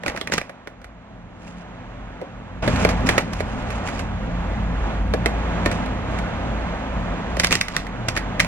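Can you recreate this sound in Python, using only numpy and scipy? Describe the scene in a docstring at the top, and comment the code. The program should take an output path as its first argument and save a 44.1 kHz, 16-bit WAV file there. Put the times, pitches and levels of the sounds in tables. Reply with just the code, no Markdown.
"""A kitchen, heard by a phone on the counter. A fan and a fridge hum in the room's low modes, with a
wavering drone and a rush of air; their level drifts up and jumps once. Flour slides and hisses, a
scoop knocks softly and a bag crinkles, each blow exciting resonances of the object and the counter.
The two microphone ports agree in the bass and oppose each other in the treble."""
import sys
import numpy as np
from scipy import signal
from scipy.fft import rfft, irfft, next_fast_len
from scipy.io import wavfile
from scipy.ndimage import map_coordinates

SR = 44100
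rng = np.random.default_rng(int(sys.argv[2]) if len(sys.argv) > 2 else 0)


def bounce(signal):
    """Save signal as a 16-bit WAV file at the path given by the first command-line argument."""
    frames = np.transpose(np.atleast_2d(signal))
    limited = np.clip(frames, -1, 1)
    pcm = np.round(limited * 32767).astype(np.int16)
    wavfile.write(sys.argv[1], SR, pcm)


N = 373527
TOP_HZ = 16258

# All levels are relative. Background before and after its jump. Each row: time in seconds, then
BACKGROUND_LEVELS = [
    [(0.0, -43, -45), (0.12, -43, -36), (0.24, -51, -44.5), (0.28, -39, -39.5), (0.41, -45, -42),
     (0.47, -46, -47.5), (0.6, -50.5, -47.5), (0.88, -47.5, -49), (1.28, -41, -47.5), (1.6, -40.5, -43.5),
     (1.76, -39, -43.5), (2.18, -40, -42), (2.62, -37.5, -43)],
    [(2.63, -33.5, -25), (2.68, -23, -28.5), (2.81, -22, -25), (2.86, -23, -27), (2.97, -24.5, -28),
     (3.05, -20, -28.5), (3.16, -26.5, -26.5), (3.25, -30.5, -36), (3.46, -29.5, -32.5), (3.73, -31.5, -32),
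     (4.22, -28.5, -34), (4.89, -29.5, -31.5), (5.05, -24.5, -37), (5.38, -28, -29), (6.26, -27, -31),
     (6.74, -31.5, -31), (7.01, -28.5, -31.5), (7.33, -31, -30.5), (7.44, -28.5, -37), (7.74, -39, -39),
     (8.0, -32, -35), (8.21, -30.5, -33.5), (8.47, -28, -32.5)],
]  # hum and air rush in dB
DRONE_PATH = [
    [(0.0, 64.0, -72), (0.09, 59.9, -46), (0.35, 55.4, -54), (0.48, 43.7, -57), (0.73, 43.3, -57),
     (0.88, 56.0, -44), (1.03, 55.8, -54), (1.15, 44.7, -46), (1.28, 45.4, -51), (1.48, 55.6, -49),
     (1.66, 55.4, -47), (1.81, 43.2, -44), (2.13, 43.8, -39), (2.24, 50.4, -58), (2.36, 45.6, -40),
     (2.5, 46, -47.5), (2.62, 48, -30.5)],
    [(2.63, 59.45, -23), (2.71, 59.6, -27.5), (2.86, 57.2, -27), (2.97, 51.8, -30.5), (3.02, 52, -27.5),
     (3.3, 51.93, -39), (3.38, 50.35, -33.5), (3.62, 50.2, -31.5), (3.73, 56.2, -34), (3.85, 50.4, -33),
     (3.9, 50.4, -32.5), (4.78, 50.33, -26.5), (5.17, 50.6, -28), (5.36, 49.55, -28), (5.44, 52.1, -26.5),
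     (5.56, 52.1, -27.5), (5.87, 49.5, -33.5), (5.95, 54.4, -27), (6.01, 55.4, -30.5), (6.21, 52.9, -30.5),
     (6.32, 57.3, -36), (6.37, 57.1, -29.5), (6.89, 56.85, -29), (6.96, 55.4, -27), (7.05, 45.7, -31),
     (7.12, 44.9, -31), (7.2, 45.3, -41), (7.31, 53.2, -29), (7.41, 53.3, -35), (7.53, 44.6, -32),
     (7.59, 44, -46), (8.09, 43.7, -34), (8.47, 43.7, -36.5)],
]  # pitch in Hz, level in dB
# Slides of flour with bag rustle. Each row: time in seconds, hiss in dB, body in dB re hiss.
FLOUR_SLIDES = [
    [(0.0, -78, 7.5), (0.088, -42, 11), (0.13, -67, 8), (0.18, -50.5, 9), (0.308, -79, 6),
     (0.318, -39, 3.5), (0.334, -32, 7.5), (0.368, -54, 8), (0.38, -35, 7.5), (0.398, -54.5, 14.5),
     (0.5, -76, 10)],
    [(1.35, -77, 4), (1.392, -73, 9), (1.4, -67.5, 6), (1.488, -57.5, 5), (1.556, -68, 7), (1.624, -61, 9),
     (1.642, -82, 6), (1.7, -73, 6)],
    [(2.62, -62, 9), (2.624, -46, 11.5), (2.74, -45.5, 2), (2.82, -34, 4), (2.882, -52.5, 7),
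     (2.894, -38.5, 4), (2.954, -57, 4), (3.056, -56, 7), (3.066, -35.5, 3), (3.172, -48, 7),
     (3.182, -37, 11.5), (3.192, -44, 8.5), (3.3, -62.5, 9.5)],
    [(3.3, -59, 6), (3.32, -66, 4), (3.334, -41.5, 6), (3.344, -52.5, 6), (3.412, -45, 6),
     (3.422, -58, 8.5), (3.668, -56.5, 6.5), (3.758, -49.5, 5.5), (3.822, -65, 4), (3.876, -39.5, 5),
     (3.926, -53.5, 7), (3.984, -47, 13), (3.996, -43.5, 1), (4.062, -62, 5), (4.1, -70, 6)],
    [(5.6, -67, 3), (5.65, -56, 5), (5.658, -38, 10), (5.7, -60.5, 9), (5.718, -41.5, 6.5), (5.804, -61, 8),
     (5.85, -57, -2)],
    [(6.1, -57.5, 9), (6.18, -56.5, 3), (6.186, -47, 12), (6.214, -67, 10), (6.3, -63, 10)],
    [(7.3, -61, 3), (7.386, -53.5, 17), (7.398, -31.5, 1), (7.428, -47.5, 8), (7.444, -27.5, 3.5),
     (7.494, -47, 6), (7.528, -27, 1), (7.606, -48.5, 8), (7.61, -32, 4.5), (7.644, -55.5, 7),
     (7.776, -49, 17), (7.9, -66, 10)],
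    [(8.05, -70, 6), (8.078, -64, 9), (8.086, -33.5, 8), (8.138, -65, 6), (8.172, -41, 8),
     (8.216, -66.5, 6), (8.388, -80, 3), (8.398, -31.5, 5), (8.47, -54, 6)],
]
# Noise spectra. Each row: frequency in Hz, spectral density in dB.
AIR_SPECTRUM = [(15, -34), (25, 1), (53, 2), (145, -15), (170, -6.5), (256, -11.5), (384, -20), (659, -17),
                (1610, -25.5), (2610, -33), (5000, -52.5), (6740, -52.5), (11300, -80.5), (16000, -103)]
HISS_SPECTRUM = [(1470, -19.5), (2500, -0.5), (2940, -7.5), (3310, -17), (4140, -19), (6760, -11),
                 (14500, -45.5), (16000, -33)]
BODY_SPECTRUM = [(180, 2), (300, -5), (429, -18), (468, -18), (516, -4), (1180, -8), (4000, -23),
                 (5200, -24), (8800, -120)]
# Resonances. Each row: centre in Hz, nominal width in Hz, level in dB.
ROOM_MODES = [(86.8, 5, -2.5), (117.46, 6.4, -3.5), (174.84, 6.15, -2.5), (212, 9.1, -6.5), (258.1, 11, -9),
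              (516.3, 8, -16)]
MOTOR_WHINE = [(3350, 26, 4.5), (6760, 80, -1.5)]
BAG_MODES = [(1140, 110, -1.5), (1944, 526, 2), (2590, 664, -4)]
SCOOP_MODES = [(1065, 205, 3), (1840, 555, 2.5), (2570, 640, -6.5)]
COUNTER_MODES = [(626, 222, -1.5), (363, 259, -3)]
CRACK_MODES = [(5000, 1840, 7), (9000, 5000, -32)]
# Impacts. Each row: start in seconds, level in dB, thump and crack in dB re that level,
# 60 dB decay time in seconds, ring frequency in Hz.
SCOOP_KNOCKS = [(0.4943, -32, 1.5, -38, 0.039, 1900), (0.6727, -28, -1, -28, 0.037, 1300),
                (0.816, -43, -1, -25, 0.038, 1100), (0.843, -33, -6, -35, 0.038, 1200),
                (2.214, -38, 17, -37, 0.051, 1000), (2.6768, -17.5, 5.5, -23, 0.053, 1720),
                (2.7598, -22, -6, -23, 0.026, 1170), (2.8489, -10.5, 5.5, -35, 0.029, 1710),
                (2.8893, -21, -5, -10, 0.079, 1040), (3.0055, -34, 0, -29, 0.035, 1190),
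                (3.0673, -24.5, -12, -5, 0.067, 1780), (3.0894, -8.5, -5.5, -33, 0.046, 1800),
                (3.1796, -9, -1.5, -22, 0.043, 1390), (3.3335, -25, -8, -8, 0.035, 1670),
                (3.404, -23, 7.5, -29, 0.039, 1870), (3.704, -25, -12, -37, 0.038, 1210),
                (3.8868, -22.5, -12, -20, 0.035, 1830), (3.9932, -24, -14, -14.5, 0.045, 1990),
                (5.1372, -19, 9, -24, 0.041, 1880), (5.2593, -11.5, -0.5, -31, 0.037, 1085),
                (5.6596, -13, 2, -26, 0.035, 2100), (5.7143, -20.5, -8, -17, 0.035, 1530),
                (5.8603, -33, -10.5, -24, 0.035, 1140), (6.1885, -26.5, -14, -25, 0.026, 1177)]
BAG_SNAPS = [(0.0348, -21, -0.5, -34, 0.022, 2060), (0.062, -15, -1.5, -22, 0.035, 1380),
             (0.0805, -13.5, -3, -13, 0.025, 1730), (0.0984, -18.5, -5, -24.5, 0.017, 1750),
             (0.1194, -35, 13, -29, 0.019, 1090), (0.1475, -36.5, 15.5, -23, 0.034, 1810),
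             (0.1623, -21.5, -22, -21, 0.032, 1320), (0.174, -19, -9, -18, 0.028, 1710),
             (0.212, -18, -5, -31, 0.03, 3070), (0.2731, -16, -16, -20, 0.027, 1930),
             (0.2988, -29, 11, -21, 0.011, 1220), (0.3212, -11, -6, -15, 0.031, 1730),
             (0.3373, -15, 0.5, -1, 0.025, 1120), (0.38, -11, -6, -15, 0.027, 1760),
             (0.4139, -18, -4.5, -36, 0.023, 1870), (7.3682, -21, 5, -11, 0.028, 1500),
             (7.3979, -9, -10, -7, 0.032, 2210), (7.4346, -11.5, -11, -19, 0.033, 2150),
             (7.4452, -5, -16, -8, 0.019, 2010), (7.4699, -18, -14, -0.5, 0.023, 2140),
             (7.5085, -13.5, -5, -8, 0.036, 1670), (7.5252, -6.5, -9.5, -9, 0.028, 2500),
             (7.5531, -9.5, -8, -5, 0.023, 2350), (7.6117, -6.5, -22, -10, 0.023, 2020),
             (7.6829, -19.5, -16, -9, 0.025, 1850), (7.7649, -7.5, -17, -9, 0.021, 1910),
             (7.867, -24.5, -12, -31, 0.031, 1660), (8.087, -12.5, -11, -5, 0.014, 2320),
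             (8.1652, -12, -13.5, -21, 0.028, 1640), (8.1734, -14, -11, -13, 0.052, 1980),
             (8.3961, -11, -13, -22, 0.031, 2390), (8.4006, -1.5, -24, -23, 0.026, 1810),
             (8.4066, -13, -26, -7, 0.028, 1780), (8.4465, -16.5, -5, -28, 0.023, 1010)]
# Reverberation. Each row: frequency in Hz, 60 dB decay time in seconds.
KITCHEN_T60 = [(300, 0.15), (2000, 0.21), (10000, 0.17)]
# Port difference re sum. Each row: frequency in Hz, level in dB, phase lead in radians, coherence.
PORT_DIFFERENCE = [(60.0, -23, 2.5, 0.8), (110.0, -15.5, 1.94, 0.85), (220.0, -9, 1.61, 0.76),
                   (390.0, -4.5, 1.42, 0.83), (630.0, -6, 1.54, 0.95), (980.0, -4.5, 1.65, 0.83),
                   (1430.0, -3.5, 1.93, 0.9), (1930.0, -2.5, 2.55, 0.65), (2440.0, -2.5, 3.5, 0.63),
                   (2980.0, 1.5, 3.28, 0.47), (3720.0, 5, 3.8, 0.52), (4810.0, 4, 3.1, 0.4),
                   (6420.0, 4, 3.62, 0.44), (8660.0, 10.5, 4.3, 0.5), (12250.0, 11.5, 3.08, 0.15)]


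def amp(db):
    """Amplitude ratio of a level in dB."""
    return 10 ** (np.asarray(db) / 20)


def unit(x):
    """Normalisation to rms 1."""
    return x / np.sqrt(np.mean(x ** 2) + 1e-20)


def along(table, hz, column=1):
    """Interpolation of a column over log frequency."""
    columns = np.transpose(table)
    return np.interp(np.log(hz + 1), np.log(columns[0] + 1), columns[column])


def curves(rows):
    """Interpolation of each column over time, sample by sample."""
    times, *columns = np.transpose(rows)
    return [np.interp(np.arange(N) / SR, times, c) for c in columns]


def wobble(rate):
    """Smooth random modulation, rate knots a second."""
    return map_coordinates(rng.standard_normal(int(N * rate / SR) + 4), [np.arange(N) * rate / SR])


def filtered(x, response):
    """Linear filtering: the spectrum times a frequency response."""
    size = next_fast_len(x.shape[-1] + min(x.shape[-1] // 8, 8192))
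    return irfft(rfft(x, size) * response(np.fft.rfftfreq(size, 1 / SR)), size)[..., :x.shape[-1]]


def modes(table):
    """Superposition of damped resonators, alternating in sign."""
    return lambda f: sum((-1) ** k * amp(db) * 1j * f * width / (hz * hz - f * f + 1j * f * width)
                         for k, (hz, width, db) in enumerate(table))


def noise(response):
    """Two incoherent noises of one spectrum: the direct path and the scattered one."""
    return unit(filtered(rng.standard_normal((2, N)), response))


def resonant_noise(table):
    """Random excitation of resonances gives narrow bands of noise."""
    return noise(lambda f: sum(amp(db) / np.sqrt(width) * np.abs(modes([(hz, width, 0)])(f)) ** 1.435
                               for hz, width, db in table))


def drone():
    """A deep tone wavers by frequency and amplitude modulation, over a rumble."""
    hz, db = curves(sum(DRONE_PATH, []))
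    phase = 2 * np.pi * np.cumsum(hz + 3 * wobble(9)) / SR
    tone = np.sqrt(2) * np.sin(phase) * amp(2.5 * wobble(7.2))
    rumble = resonant_noise([(49.6, 25, 6), (28, 20, -10.5)])
    return amp(db - 0.5) * (tone + .7 * rumble)


def fan_and_fridge():
    """Forced room modes hum under a broadband rush of air and a motor whine."""
    hum_db, air_db = curves(sum(BACKGROUND_LEVELS, []))
    hum = amp(hum_db - 1) * resonant_noise(ROOM_MODES)
    air = noise(lambda f: amp(along(AIR_SPECTRUM, f)) * f ** 2 / (f ** 2 + 200 ** 2))
    whine = amp(-34.5) * resonant_noise(MOTOR_WHINE)
    return hum + amp(air_db + 1 + 0.68 * wobble(7)) * (air + whine)


def sliding_flour():
    """Granular flow: uneven grains, in clumps, sum to a hiss and a duller body."""
    out, t = np.zeros((2, N)), np.arange(N) / SR
    grains = rng.standard_normal((2, N)) * amp(1.66 * wobble(40) + 3.2 * wobble(400))
    hiss = unit(filtered(grains, lambda f: amp(along(HISS_SPECTRUM, f))))
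    body = unit(filtered(grains, lambda f: amp(along(BODY_SPECTRUM, f))))
    for rows in FLOUR_SLIDES:
        hiss_db, body_db = curves(rows)
        gate = np.clip(np.minimum(t - rows[0][0], rows[-1][0] - t) / .005, 0, 1)
        out += gate * amp(hiss_db + 1) * (hiss + amp(body_db) * body)
    return out


def impacts(events, object_modes, gain_db):
    """Impact excitation: dying noise bursts drive the object, the counter and a treble crack."""
    out, t = np.zeros((2, N + SR)), np.arange(SR // 10) / SR
    attack = (1 - np.exp(-t / .00037)) * (1 + 1.1 * np.exp(-t / .0007))
    for start, db, thump_db, crack_db, t60, ring_hz in events:
        at = round(start * SR)
        struck_modes = object_modes + [(ring_hz, 700, 3)]  # each spot favours its own pitch
        parts = [(struck_modes, 0, t60), (COUNTER_MODES, thump_db, 1.3 * t60),
                 (CRACK_MODES, crack_db, .8 * t60)]
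        for resonances, part_db, part_t60 in parts:
            decay = amp(-60 * t / part_t60)
            burst = rng.standard_normal((2, len(t))) * attack * decay
            ring = filtered(burst, lambda f: modes(resonances)(f) / (1 + 1j * f / 9000) ** 2)
            ring *= np.linalg.norm(decay) / np.linalg.norm(ring[0])  # same energy as the envelope
            out[:, at:at + len(t)] += amp(db + part_db + gain_db) * ring
    return out[:, :N]


def reverberation(x, level_db):
    """Diffuse decay, each frequency at its own rate; a new tail every quarter second."""
    out, step, delay = np.zeros((2, N + 2 * SR)), SR // 4, 300
    for start in range(0, N, step):
        hz, t, spectra = signal.stft(rng.standard_normal((2, SR // 2)), SR, nperseg=256)
        decay = amp(-60 * t / along(KITCHEN_T60, hz)[:, None])
        tail = signal.istft(spectra * decay, SR, nperseg=256)[1]
        wet = signal.fftconvolve(x[:, start:start + step], tail / np.linalg.norm(tail[0]), axes=1)
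        out[:, start + delay:start + delay + wet.shape[1]] += wet
    return amp(level_db) * out[:, :N]


def microphone_ports(paths):
    """Partial coherence: the sum is direct sound; the difference is part phase-shifted, part scattered."""
    direct, scattered = paths
    gain = lambda f: amp(along(PORT_DIFFERENCE, f))
    lead = lambda f: along(PORT_DIFFERENCE, f, column=2)
    coherence = lambda f: along(PORT_DIFFERENCE, f, column=3)
    side = filtered(direct, lambda f: gain(f) * coherence(f) * np.exp(1j * lead(f)))
    side += filtered(scattered, lambda f: gain(f) * np.sqrt(1 - coherence(f) ** 2))
    return np.array([direct + side, direct - side])


def scene():
    """Superposition of all sources at the ports; only the impacts reverberate."""
    background = drone() + fan_and_fridge()
    knocks = impacts(SCOOP_KNOCKS, SCOOP_MODES, gain_db=-2)
    crinkles = impacts(BAG_SNAPS, BAG_MODES, gain_db=-4.5)
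    room = reverberation(knocks + crinkles, level_db=-12.5)
    return microphone_ports(background + sliding_flour() + knocks + crinkles + room)


def record(dry):
    """Band limiting: the phone keeps nothing above TOP_HZ and clips at full scale."""
    return np.clip(filtered(dry, lambda hz: hz < TOP_HZ), -1, 1)


dry = scene()
out = record(dry)
bounce(out)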